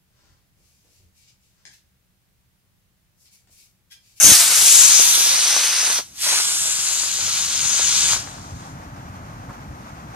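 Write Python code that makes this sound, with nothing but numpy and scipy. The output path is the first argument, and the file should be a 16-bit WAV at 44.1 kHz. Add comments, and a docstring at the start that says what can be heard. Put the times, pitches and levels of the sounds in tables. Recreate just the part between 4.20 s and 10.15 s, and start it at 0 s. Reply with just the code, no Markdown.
"""Two-stage rocket launch

A small rocket lifts off from an open field near a hand-held stereo microphone. Each motor's turbulent
jet hisses and roars, spitting burning grains that pop; a short gap falls between the stages. Exhaust
wind buffets the microphone at lift-off, and the grass reflects the sound with a growing delay.
After burnout a low outdoor rumble from the left, a faint whine and one distant puff remain."""
import sys
import numpy as np
from scipy import signal
from scipy.io import wavfile
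from scipy.ndimage import uniform_filter1d

SR = 44100
rng = np.random.default_rng(int(sys.argv[2]) if len(sys.argv) > 2 else 0)


def waveform_to_disk(signal):
    """Save audio, clipped to [-1, 1], as 16-bit WAV at the path in sys.argv[1]."""
    frames = np.transpose(np.atleast_2d(signal))
    scaled = np.clip(frames, -1, 1) * 32767
    samples = np.round(scaled).astype(np.int16)
    wavfile.write(sys.argv[1], SR, samples)


N = 262501
T = np.arange(N) / SR
SIZE, HOP = 512, 128  # short-time spectra, in samples
BIN_HZ = np.fft.rfftfreq(SIZE, 1 / SR)[:, None]
FRAME_S = np.arange(N // HOP + 2) * HOP / SR


def gain_of(db):
    """Amplitude ratio: tenfold for every 20 dB."""
    return 10 ** (np.asarray(db) / 20)


def unit_rms(x):
    """Normalisation to a mean square of 1."""
    return x / np.sqrt(np.mean(abs(x) ** 2) + 1e-20)


def at_time(points, t):
    """Linear interpolation in time."""
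    return np.interp(t, *np.transpose(points))


def at_frequency(points, hz):
    """Interpolation on a logarithmic frequency axis."""
    f, value = np.transpose(points)
    return np.interp(np.log(hz + 1), np.log(f + 1), value)


def coherent_noise(coherence, hz, frames):
    """Partial coherence: the left and right noise spectra share a common part."""
    a, b, c, d = rng.standard_normal((frames, len(hz), 4)).T
    common, separate = a + 1j * b, c + 1j * d
    coherence = np.clip(coherence, 0, 1)
    return np.array([common, coherence * common + np.sqrt(1 - coherence ** 2) * separate])


HOLLOW_HZ, HOLLOW_Q = 1620, 4.5  # the lower of two cavities at the left port
def cavity(f, resonance_hz, q, share):
    """Interference of a resonator with the direct path: a peak, then a dip where they cancel."""
    ratio = f / resonance_hz
    both = 1 - share + share / (1 - ratio ** 2 + 1j * ratio / q)
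    return both / abs(both) * np.hypot(abs(both), .35)  # scattered sound fills the dip


# Left-right difference due to the microphone casing: f/Hz, level/dB
CASING_BALANCE = [(200, -0.5), (900, -0.5), (2700, 0.5), (5000, -2.1), (9000, 4.5), (11000, 0.5),
                  (13000, 6.5), (15000, 2.5)]
def casing_db(hz):
    """Level difference: the casing colours the two ports unequally."""
    return at_frequency(CASING_BALANCE, hz)


# Rumble spectrum: f/Hz, relative level/dB
RUMBLE_SPECTRUM = [(15, -46), (25, -17), (43, -7.5), (93, 0), (260, -9), (297, -10.5), (330, -16),
                   (429, -20.5), (727, -12), (1260, -14.5), (1560, -18), (3010, -32), (6460, -35),
                   (11200, -40.5), (13500, -49)]
# Likeness of the rumble at the two ports: f/Hz, coherence
RUMBLE_COHERENCE = [(100, 1), (500, 0.93), (2000, 0.39), (3500, 0.39), (6000, 0.066), (15000, .05)]
# Whine tones before panning: f/Hz, level/dB relative to the rumble
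WHINE_TONES = [(10002, -43), (14002, -32)]
# Background, low during the first burn, then rising: t/s, level/dB
BACKGROUND_LEVEL = [(0, -53.5), (.7, -47.5), (1.05, -55), (2.1, -53.5), (2.8, -48.5), (4.05, -36.5),
                    (5.95, -37)]
def background():
    """Ambient noise with a faint whine; a difference in arrival time puts the rumble on the left."""
    hz, frames = np.fft.rfftfreq(1024, 1 / SR)[:, None], N // 256 + 3
    swell = unit_rms(uniform_filter1d(uniform_filter1d(rng.standard_normal(frames), size=8), size=8))
    depth_db = -1.14 + 3.7 * np.exp(-(hz / 350) ** 2)  # the bass fluctuates most
    spectra = coherent_noise(at_frequency(RUMBLE_COHERENCE, hz), hz, frames)
    spectra *= gain_of(at_frequency(RUMBLE_SPECTRUM, hz) + swell * depth_db)
    cavities = cavity(hz, 6360, q=3.7, share=.49) * cavity(hz, HOLLOW_HZ, HOLLOW_Q, share=.028)
    spectra[0] *= abs(cavities) * gain_of(casing_db(hz))
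    spectra[1] *= np.exp(-2j * np.pi * hz * 18 / SR)  # the right port lags 18 samples
    rumble = unit_rms(signal.istft(spectra, nperseg=1024, noverlap=768)[1][:, :N])
    whine = sum(gain_of(db) * np.sin(2 * np.pi * f * T) for f, db in WHINE_TONES)
    return gain_of(at_time(BACKGROUND_LEVEL, T)) * (rumble + whine * gain_of([[-9], [3]]))


def distant_puff(start_s=5.28, db=-41, hz=780, t60_s=.1):
    """Exponential decay of a distant charge: a burst of mid-band noise over a thin hiss."""
    age = T - start_s
    burst = rng.standard_normal(N) + .64 * rng.standard_normal((2, N))
    band = signal.sosfilt(signal.butter(2, [hz / 1.6, hz * 1.9], "band", fs=SR, output="sos"), burst)
    hiss = signal.lfilter(*signal.butter(2, 8000, fs=SR), burst)
    envelope = np.clip(age / .016, 0, 1) * gain_of(db - 60 * np.maximum(age - .032, 0) / t60_s)
    return (unit_rms(band) + .25 * hiss) * envelope


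def pressure_pulses(events, pan_db):
    """Transients as Gaussian wave packets; positive pan is to the left."""
    out, t = np.zeros((2, N + SIZE * 4)), np.arange(-SIZE * 2, SIZE * 2) / SR
    for time_s, db, hz, cycles in events:
        pulse = np.cos(2 * np.pi * hz * t) * np.exp(-(t * hz / cycles) ** 2)
        window = np.exp(-(t * hz) ** 2)
        pulse -= pulse.sum() / window.sum() * window  # no net push
        at = round(time_s * SR)
        out[:, at:at + len(t)] += gain_of([[db + pan_db / 2], [db - pan_db / 2]]) * pulse
    return out[:, SIZE * 2:SIZE * 2 + N]


# Hard gusts of exhaust: t/s, level/dB
EXHAUST_GUSTS = [(0.05, -24), (.072, -18), (0.089, -21.5), (.104, -25.5), (.113, -29.5), (.120, -15)]
def exhaust_wind(start_s=.022, attack_s=.015, hold_s=.085, release_s=.04):
    """Turbulent pressure buffets each port independently; a few hard gusts strike both."""
    wind = signal.sosfilt(signal.butter(1, [45, 450], "band", fs=SR, output="sos"),
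                          rng.standard_normal((2, N)))
    envelope = np.interp(T, np.cumsum([start_s, attack_s, hold_s, release_s]), [0, 1, 1, 0]) ** 2
    gust_hz, cycles = 144, .18
    gusts = pressure_pulses([(s, db, gust_hz, cycles) for s, db in EXHAUST_GUSTS], pan_db=9)
    return unit_rms(wind) * envelope * gain_of([[-22.5], [-28.5]]) + gusts


PAD_DISTANCE_M, MIC_HEIGHT_M, NOZZLE_HEIGHT_M = 15, 2.075, 1.5
CLIMB_M_S, ACCELERATION_M_S2, SOUND_M_S = 8.4, 23.4, 343
def with_ground_reflection(direct):
    """Image source: the grass adds a weaker, duller copy, later the higher the rocket climbs."""
    dull = signal.lfilter(*signal.butter(1, 3000, fs=SR), direct)
    height = NOZZLE_HEIGHT_M + CLIMB_M_S * T + ACCELERATION_M_S2 / 2 * T ** 2
    delay = 2 * MIC_HEIGHT_M * height / np.hypot(PAD_DISTANCE_M, height) / SOUND_M_S
    return direct + .52 * np.array([np.interp(T - delay, T, channel) for channel in dull])


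# Jet noise from ignition to burnout, one curve per motor: t/s, level/dB
BURN_LEVELS = [
    [(0, -18.5), (.012, -11.5), (.03, -8.5), (.052, -5.5), (.138, -7.5), (.184, -13), (.212, -11),
     (.262, -14.5), (.36, -13), (.594, -7.5), (.75, -10.5), (1.04, -14.5), (1.474, -17), (1.55, -18.5),
     (1.67, -17.5), (1.785, -19.5)],
    [(2.03, -19.5), (2.09, -17.5), (2.55, -21.5), (2.75, -19.5), (2.95, -22.5), (3.17, -19.5),
     (3.29, -21.5), (3.33, -20), (3.56, -18), (3.74, -18), (3.81, -16), (3.94, -16.5)],
]
# End of each burn: cut-off rate/(dB/s), relative echo level/dB, echo decay/(dB/s)
BURN_ENDINGS = [(440, -16.5, 107), (232, -16, 47)]
IGNITION_DB_PER_S, FAR_ECHO_DB, FAR_ECHO_HOLD_S = 314, -32.5, .57
def burn_db(t):
    """Incoherent sounds add in power: two burns, each leaving a near and a far echo."""
    power = 1e-12
    for curve, (cut_rate, echo_db, echo_rate) in zip(BURN_LEVELS, BURN_ENDINGS):
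        before, after = np.maximum(curve[0][0] - t, 0), np.maximum(t - curve[-1][0], 0)
        burn = gain_of(at_time(curve, t) - IGNITION_DB_PER_S * before)
        cutoff = gain_of(-cut_rate * after)
        near_echo = gain_of(echo_db - echo_rate * after)
        far_echo = gain_of(FAR_ECHO_DB - cut_rate * np.maximum(after - FAR_ECHO_HOLD_S, 0))
        power += burn ** 2 * (cutoff ** 2 + (after > 0) * (near_echo ** 2 + far_echo ** 2))
    return 10 * np.log10(power)


# Roar relative to hiss: t/s, level/dB
ROAR_BALANCE = [(0, -9.5), (.05, -24), (.14, -14), (.3, -14), (.55, -22), (1.05, -16.5), (1.5, -11.5),
                (1.8, -12), (1.85, -16.5), (3.9, -15.5), (4.0, -11.5), (4.7, -31)]
def roar_balance_db(t):
    """Spectral balance of the jet, before surge and flutter."""
    return at_time(ROAR_BALANCE, t)


def crackle(count=300, span_s=4.1, cycles=.49):
    """Shot noise: small pops at random times, their level following the roar."""
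    when, weakness, pitch = rng.random((count, 3)).T
    times = span_s * when
    db = burn_db(times) + roar_balance_db(times) - 2.18 * np.log(.03 + weakness)
    return pressure_pulses(zip(times, db, 600 + 1200 * pitch, np.full(count, cycles)), pan_db=-1.5)


# The loudest pops: t/s, level/dB, f/Hz, half-width/cycles
GRAIN_POPS = [(.792, -21, 750, 0.5), (.798, -20, 520, 0.3), (.805, -23, 700, 0.5), (.978, -17, 930, .28),
              (1.009, -25, 650, 0.28), (1.264, -29, 1030, 0.73), (1.3657, -10, 1040, .32),
              (1.408, -17, 1100, 0.3), (1.678, -16.5, 1000, 0.2), (1.701, -17.5, 800, .3),
              (1.714, -16, 1210, 0.3), (1.789, -16, 960, 0.25), (1.796, -20, 800, 0.3),
              (2.201, -15, 1200, 0.41), (2.835, -19, 1210, 0.4), (3.081, -17, 1390, 0.17),
              (3.597, -19, 755, .56), (3.9334, -13, 1270, 0.73), (3.951, -26, 900, 0.98),
              (3.965, -18, 1050, 0.41), (4.0745, -22.5, 1400, 0.48), (4.184, -32, 1150, 0.79)]
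def grain_pops():
    """Impulsive sources: each burning grain spat from the nozzle radiates one pulse."""
    return pressure_pulses(GRAIN_POPS, pan_db=-1.5)


# Left port as the microphone follows the rocket:
# t/s, cavity f/Hz, Q, cavity share, hollow share, left-right level/dB, lag/samples
PORT_AIM = [(0, 6270, 13, 0.4, 0.2, 1.5, 0.69), (.06, 6340, 9, 0.43, .15, 1, .55),
            (.145, 6540, 13.5, 0.22, 0, -1.5, 1.1), (.2, 6900, 4.5, 0.17, 0.18, 2, 0.72),
            (.6, 6860, 3.3, 0.5, 0.22, 4.5, 1.26), (.95, 6300, 10.7, 0.24, 0.26, 1.5, 3.82),
            (1.4, 6340, 9, 0.33, 0.16, 0, 0.76), (1.8, 6200, 9.5, 0.37, 0.18, -.5, 2.56),
            (2.1, 6400, 4.2, .4, 0, -0.5, 5.17), (2.35, 7150, 2.5, 0.45, 0.4, 2.5, 4.6),
            (2.7, 6730, 6.3, 0.57, .26, 1, 3.65), (3.099, 6700, 12, .38, 0.3, 1, 3),
            (3.5, 6580, 11, .58, 0.29, 0, 2.9), (3.95, 6580, 7.8, 0.46, .25, 1, 3.37),
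            (4.3, 6600, 7.2, 0.41, .4, 4, 3.6)]
PAD_LEAD_RAD, FLIGHT_LEAD_RAD, LIFT_OFF_S = 1.65, .68, .15
def port_response():
    """Directional response: resonance, level and phase at the two ports vary with the aim."""
    times, *columns = np.transpose(PORT_AIM)
    hz, q, share, hollow_share, pan_db, lag = (np.interp(FRAME_S, times, c) for c in columns)
    cavities = cavity(BIN_HZ, hz, q, share) * cavity(BIN_HZ, HOLLOW_HZ, HOLLOW_Q, hollow_share)
    on_pad = np.clip((LIFT_OFF_S - FRAME_S) / .032 + .5, 0, 1)
    lead = FLIGHT_LEAD_RAD + (PAD_LEAD_RAD - FLIGHT_LEAD_RAD) * on_pad  # the casing turns the treble
    phase = lead * np.tanh(BIN_HZ / 3000) - 2 * np.pi * BIN_HZ * lag / SR
    casing = gain_of((casing_db(BIN_HZ) + pan_db) / 2)
    return np.array([cavities * np.exp(1j * phase) * casing, 1 / casing])


def flutter(frames, bins):
    """Random modulation of the flame, correlated over patches of time and frequency."""
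    noise = rng.standard_normal((len(FRAME_S), len(BIN_HZ))).T
    return unit_rms(uniform_filter1d(uniform_filter1d(noise, frames, axis=1), bins, axis=0))


def surge_db(start_s=2.05, length_s=.15):
    """Low-frequency emphasis: the upper stage lights with a fuller flame and a deeper, louder roar."""
    gate = np.clip(np.minimum(FRAME_S - start_s, start_s + length_s - FRAME_S) / .025 + .5, 0, 1)
    return gate * (7 + 5.8 * np.exp(-(BIN_HZ / 800) ** 2))


# Spectrum of the hiss: f/Hz, relative level/dB
HISS_SPECTRUM = [(1200, -37.5), (2200, -15.5), (3500, -8), (5200, -6.5), (6800, -5.5), (8300, -0.5),
                 (10500, -5), (12500, -9.5), (14000, -15.5), (15300, -25)]
# Spectrum of the roar: f/Hz, relative level/dB
ROAR_SPECTRUM = [(60, -46.5), (150, -29), (400, -14), (900, -3), (1700, 2.5), (2500, 3.5), (4500, -18)]
# Band near 4 kHz within the hiss: t/s, relative level/dB
HISS_BODY = [(0, -12), (.07, -6), (.14, 0), (.6, -5), (1.0, -0.5), (2.1, 1.5), (2.3, -2), (3.0, 2.5),
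             (3.9, .5)]
# Treble loss at 12 kHz, mostly growing as the rocket recedes: t/s, loss/dB
AIR_LOSS = [(0, -1), (.95, 3.5), (1.4, 9.5), (1.8, 1.5), (2.05, 2), (2.3, 7), (3.1, 7), (3.95, 11.5),
            (4.4, 11)]
# Likeness of the ports, lower as the microphone swings and in the echo: t/s, coherence
JET_COHERENCE = [(0, .8), (.3, .53), (.8, .55), (1.1, .7), (3.9, .73), (4.2, .4)]
def jet():
    """Turbulent mixing radiates hiss and roar; air absorbs the hiss as the square of frequency."""
    ports = port_response()
    body_db = at_time(HISS_BODY, FRAME_S) * np.exp(-((BIN_HZ - 3900) / 1500) ** 2)
    loss_db = at_time(AIR_LOSS, FRAME_S) * (BIN_HZ / 12000) ** 2
    hiss = abs(ports) * gain_of(at_frequency(HISS_SPECTRUM, BIN_HZ) + body_db - loss_db)
    roar = abs(ports) * gain_of(at_frequency(ROAR_SPECTRUM, BIN_HZ))
    hiss, roar = (z / np.sqrt((z ** 2).mean(axis=(0, 1))) for z in (hiss, roar))  # unit power per frame
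    flicker = flutter(frames=3, bins=120)
    drift = flutter(frames=25, bins=12)
    sputter = flutter(frames=2, bins=30)
    hiss *= gain_of(.81 * flicker + drift)
    roar *= gain_of(roar_balance_db(FRAME_S) + surge_db() + .56 * sputter + flicker)
    coherence = at_time(JET_COHERENCE, FRAME_S)
    long_waves = .85 * np.exp(-(BIN_HZ / 1200) ** 2)  # these reach both ports alike
    noise = coherent_noise(coherence + (1 - coherence) * long_waves, BIN_HZ, len(FRAME_S))
    spectra = noise * ports / abs(ports) * np.hypot(hiss, roar)
    flame = unit_rms(signal.istft(spectra, nperseg=SIZE, noverlap=SIZE - HOP)[1][:, :N])
    return flame * gain_of(burn_db(T))


def scene():
    """Superposition of the rocket, its ground reflection, wind, background and puff."""
    rocket = jet() + crackle() + grain_pops()
    return with_ground_reflection(rocket) + exhaust_wind() + background() + distant_puff()


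def record(dry):
    """Transduction: microphone self-noise, bass roll-off, peak clipping and a band limit."""
    noisy = dry + gain_of(-63) * rng.standard_normal(dry.shape)
    thin = signal.sosfilt(signal.butter(2, 45, "high", fs=SR, output="sos"), noisy)
    lowpass = signal.firwin(511, 15350, window=("kaiser", 9), fs=SR)[None]
    return signal.oaconvolve(np.clip(thin, -.97, .97), lowpass, "same")


dry = scene()
out = record(dry)
waveform_to_disk(out)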